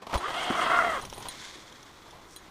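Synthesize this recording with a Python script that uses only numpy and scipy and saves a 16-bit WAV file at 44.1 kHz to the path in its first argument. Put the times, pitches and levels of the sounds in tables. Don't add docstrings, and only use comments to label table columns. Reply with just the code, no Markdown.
import sys
import numpy as np
from scipy import signal
from scipy.fft import rfft, irfft
from scipy.io import wavfile
from scipy.ndimage import uniform_filter1d

SR = 44100
rng = np.random.default_rng(int(sys.argv[2]) if len(sys.argv) > 2 else 0)


def wav_record(signal):
    frames = np.transpose(np.atleast_2d(signal))
    bounded = np.clip(frames, -1, 1)
    quanta = np.round(bounded * 32767).astype(np.int16)
    wavfile.write(sys.argv[1], SR, quanta)


N = 110250
T = np.arange(N) / SR

# time in seconds, teeth per second.
SLIDER_SPEED = [(.2, 339.1), (.25, 392.1), (.28, 530.2), (.335, 623.8), (.385, 719), (.44, 755),
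                (.475, 733), (.53, 754.4), (.66, 665.4), (.72, 701.8), (.755, 676), (.795, 698.9),
                (.83, 678), (.857, 694), (.905, 666.4), (.95, 585.2), (1.0, 386.7)]
# time in seconds, then buzz, rattle, hiss and panel levels in dB.
STROKE_LEVELS = [(.185, -48, -58, -68, -54), (.245, -38.5, -44.5, -59, -29.5),
                 (.31, -38.5, -47, -52.5, -44), (.4, -34, -38, -48, -39), (.448, -35, -38.5, -47.5, -48),
                 (.55, -32.5, -41, -48.5, -35), (.64, -31, -37.5, -47, -29.5),
                 (.785, -29, -44.5, -48.5, -24), (.85, -27.5, -46.5, -56, -35),
                 (.92, -31.5, -46.5, -51.5, -37), (.995, -38.5, -49, -53, -37.5),
                 (1.02, -50.5, -64, -55, -62), (1.07, -61, -59, -69, -60)]
# frequency in Hz, relative gain in dB.
BUZZ_EQ = [(100, -24.5), (280, -7), (540, -6.5), (720, 2.5), (1000, -1.5), (1480, -10.5), (2100, -5),
           (2350, -26), (3200, -28), (6000, -45)]
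RATTLE_EQ = [(1200, -39), (2300, -20.5), (2750, -9.5), (3250, -3.5), (3700, -16.5), (4500, -18),
             (12000, -55.5)]
FRICTION_EQ = [(2500, -33), (4500, 0), (5650, 8), (7100, 2), (9100, 2.5), (11000, -14), (13500, -13),
               (16000, -39)]
SNAG_EQ = [(200, -39), (700, -1), (1330, 1.5), (1550, 2), (5000, -54), (15000, -53)]
# start in seconds, level in dB, decay in seconds.
SNAGS = [(.133, -22.5, 0.0044), (.153, -22, 0.0028), (.505, -18, 0.0036), (.846, -17, 0.0022)]
def zipper():
    speed = curve(SLIDER_SPEED)
    buzz_db, rattle_db, hiss_db, panel_db = (curve(STROKE_LEVELS, column) for column in (1, 2, 3, 4))
    phase = np.cumsum(speed * (1 + .033 * wander(110))) / SR
    clicks = teeth(phase)
    scrape = unit(rng.standard_normal(N) * np.exp(-(phase % 1)))
    slack = undb(-4.5 + 13 * bump(.53, width_s=.17))
    drive = seams((clicks + slack * scrape) / np.hypot(1, slack))
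    drive *= undb(1.8 * wander(170))
    buzz = colour(drive * undb(buzz_db), BUZZ_EQ) + panel(drive * undb(panel_db))
    slowness = (speed.max() - speed) / np.ptp(speed)
    fundamental = undb(7) * slowness * np.sin(2 * np.pi * phase)
    overtones = undb(-3) * sum(np.sin(2 * np.pi * k * phase) for k in (3, 4))
    thrum = (fundamental + overtones) * undb(rattle_db + 2 * wander(79))
    rattle = colour(unit(clicks + undb(1.5) * scrape) * undb(rattle_db + 2 * wander(52)), RATTLE_EQ)
    hiss = colour(unit(scrape + .5 * clicks) * undb(hiss_db + 2 * wander(54)), FRICTION_EQ)
    pulling = (T > STROKE_LEVELS[0][0]) & (T < STROKE_LEVELS[-1][0])
    return pulling * (buzz + thrum + rattle + hiss) + colour(bursts(SNAGS), SNAG_EQ)


def teeth(phase, jitter_teeth=.042, scatter_db=4):
    tooth = np.arange(1, int(phase[-1]))
    late, strength = rng.standard_normal((4096, 2))[tooth].T
    position = np.interp(tooth + jitter_teeth * late, phase, np.arange(N))
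    gain = undb(scatter_db * np.minimum(strength, 1))
    taps = position.astype(int)[:, None] + np.arange(-7, 9)
    clicks = np.zeros(N)
    np.add.at(clicks, np.clip(taps, 0, N - 1), gain[:, None] * np.sinc(taps - position[:, None]))
    return unit(clicks / np.sqrt(np.gradient(phase)))


def seams(knocks, lags_s=(.0011, .0019), echo=.5):
    spectrum = rfft(knocks)
    hz = np.arange(len(spectrum)) * SR / N
    for lag in lags_s:
        delay = np.exp(-2j * np.pi * hz * lag)
        spectrum = spectrum * (delay - echo) / (1 - echo * delay)
    return irfft(spectrum, N)


def panel(drive, low_hz=900, high_hz=1330):
    band = signal.butter(2, [low_hz, high_hz], "bandpass", fs=SR, output="sos")
    return signal.sosfilt(band, drive) * np.sqrt(SR / 2 / (high_hz - low_hz))


# start in seconds, ring level in dB, click level in dB.
JINGLES = [(0.176, -37.5, -59), (1.022, -43.5, -58), (1.053, -46, -59), (1.142, -47, -56),
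           (1.1798, -45, -35), (1.2858, -31.5, -27.5), (2.3627, -39.5, -28)]
def pull_tab(click_s=.00052, bounce_s=.0049, bounce_db=-5.5):
    click_eq = [(800, 1), (3300, -22), (7500, -9), (10000, 1), (15000, -16)]
    jingle = colour(bursts([(start, db, click_s) for start, _, db in JINGLES]), click_eq)
    for start, ring_db, _ in JINGLES:
        rebound = start + bounce_s * rng.uniform(.5, 1.5)
        for when, db in (start, ring_db), (rebound, ring_db + bounce_db):
            jingle += undb(db) * np.pad(tab_ring(), (int(when * SR), N))[:N]
    drag = fibres() * (np.abs(T - 1.175) < .04)
    graze = np.diff(tab_ring(), 2)
    return jingle + undb(-54) * signal.fftconvolve(drag, graze / np.linalg.norm(graze))[:N]


# frequency in Hz, level in dB, seconds to fall by 60 dB.
TAB_MODES = [(3340, -2, 0.023), (3960, -10, 0.066), (4030, -5, 0.071), (6640, -12.5, 0.11),
             (9190, -2, 0.062), (9900, -7, 0.021), (12600, -18, 0.066)]
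def tab_ring(detune=.0073):
    age = T[:SR // 5]
    tunings = 1 + detune * rng.standard_normal(len(TAB_MODES))
    return sum(undb(db) * np.exp(-np.log(1000) * age / t60) * np.sin(2 * np.pi * hz * tuning * age)
               for (hz, db, t60), tuning in zip(TAB_MODES, tunings))


# start in seconds, level in dB.
TOOTH_TICKS = [(1.013, -34.5), (1.051, -34.5), (1.0983, -33), (1.134, -37.5), (1.2245, -34),
               (1.7233, -44.5), (1.8284, -41), (2.108, -43.5)]
def loose_teeth(decay_s=.0031):
    tick_eq = [(1000, -51), (3300, 9), (4600, -10), (5750, 8),
               (6800, -3), (8200, -15), (10000, -1), (15000, -34)]
    return colour(bursts([(start, db, decay_s) for start, db in TOOTH_TICKS]), tick_eq)


# start in seconds, pitch in Hz, level in dB, decay in seconds.
TUGS = [(0.154, 57, -14, 0.0088), (0.5022, 244, -15.5, 0.0047), (0.5047, 328, -21.5, 0.01),
        (0.789, 1300, -4, 0.0013), (.792, 1398, -11, 0.003), (1.556, 352, -37.5, 0.0057),
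        (1.583, 327, -41, 0.0057)]
def thumps():
    return -sum(undb(db) * fade(start, decay_s) * np.sin(2 * np.pi * hz * (T - start))
                for start, hz, db, decay_s in TUGS)


# start in seconds, level in dB, decay in seconds.
CREASES = [(.018, -36, 0.015), (.067, -30.5, 0.0071), (.095, -36, 0.0057), (1.0505, -28, 0.0023),
           (1.1262, -27, 0.0029), (1.177, -34, 0.0062), (1.2553, -29, 0.0022)]
# time in seconds, level in dB.
RUSTLE_LEVELS = [(0, -78), (.08, -46.5), (.115, -36.5), (.158, -27), (.172, -38.5), (.21, -40), (1.03, -45),
                 (1.09, -53.5), (1.15, -56), (1.175, -44), (1.27, -48), (1.52, -55), (1.585, -46.5),
                 (1.63, -58), (2.02, -62.5), (2.13, -52.5), (2.4, -67), (2.48, -53)]
SLIDE_LEVELS = [(.08, -70), (.155, -51.5), (1.08, -56), (1.27, -51), (1.33, -46.5), (1.41, -46),
                (1.45, -42), (1.49, -45.5), (1.66, -55), (2.08, -59), (2.45, -59.5)]
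DRAUGHT_LEVELS = [(0, -79), (.9, -51), (1.28, -52), (1.45, -60.5)]
# frequency in Hz, relative gain in dB.
RUSTLE_EQ = [(100, -2.5), (400, -2), (1050, 4.5), (1500, -10.5), (2100, -11), (3200, -11.5), (5000, -17.5),
             (15000, -34)]
SLIDE_EQ = [(500, -20), (1200, -0.5), (2100, 8), (2700, -2.5), (3400, 8.5), (4800, 0.5), (6400, 0.5),
            (8500, -7), (11000, -14.5), (15000, -32)]
DRAUGHT_EQ = [(20, -4.5), (60, -5.5), (130, -7), (900, -33.5)]
def canvas_flap():
    handling = fibres() * undb(curve(RUSTLE_LEVELS) + 3 * wander(59))
    rustle = colour(handling + bursts(CREASES), RUSTLE_EQ)
    rubbing = unit(fibres() + rng.standard_normal(N))
    slide = colour(rubbing * undb(curve(SLIDE_LEVELS) + 1.46 * wander(63)), SLIDE_EQ)
    swish = colour(fibres() * undb(-57) * bump(2.33, width_s=.045), FRICTION_EQ)
    draught = colour(rng.standard_normal(N) * undb(curve(DRAUGHT_LEVELS)), DRAUGHT_EQ)
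    return rustle + slide + swish + draught


def fibres(catches_per_s=5000, scatter_db=3.5):
    catches = rng.random(N) < catches_per_s / SR
    polarity = rng.choice([-1, 1], N)
    strength = undb(scatter_db * np.minimum(rng.exponential(size=N), 5))
    return unit(catches * polarity * strength)


def forest_camp(level_db=-54.5):
    hush_eq = [(30, -19), (328, 1), (662, -6), (1200, -1.5), (2900, -17), (5730, -23), (15000, -48)]
    swell_db = wander(3)
    return colour(rng.standard_normal(N), hush_eq) * undb(level_db + swell_db)


def undb(db):
    return 10 ** (np.asarray(db) / 20)


def unit(x):
    return x / np.sqrt(np.mean(x ** 2))


def curve(table, column=1):
    rows = np.array(table)
    return np.interp(T, rows[:, 0], rows[:, column])


def colour(x, eq, size=4096):
    hz, db = np.array(eq).T
    bin_hz = np.arange(size // 2 + 1) * SR / size
    gain = undb(np.interp(np.log(bin_hz + 1), np.log(hz), db))
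    cepstrum = irfft(np.log(gain))
    cepstrum[1:size // 2] *= 2
    cepstrum[size // 2 + 1:] = 0
    ring = irfft(np.exp(rfft(cepstrum)))
    return signal.fftconvolve(x, ring / np.linalg.norm(ring))[:N]


def wander(rate_hz):
    span = max(int(SR / rate_hz), 1)
    drift = uniform_filter1d(rng.standard_normal(N), span, mode="wrap")
    return unit(uniform_filter1d(drift, span, mode="wrap"))


def bump(centre_s, width_s):
    return np.exp(-((T - centre_s) / width_s) ** 2)


def fade(start, decay_s):
    age = np.maximum(T - start, 0)
    return (1 - np.exp(-age / (.23 * decay_s))) * np.exp(-age / decay_s)


def bursts(rows):
    return rng.standard_normal(N) * sum(undb(db) * fade(start, decay_s) for start, db, decay_s in rows)


def scene():
    return (zipper() + pull_tab() + loose_teeth() + thumps() + canvas_flap() + forest_camp())[None]


def record(dry, top_hz=15300):
    return signal.sosfilt(signal.ellip(10, .2, 80, top_hz, fs=SR, output="sos"), dry)


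dry = scene()
out = record(dry)
wav_record(out)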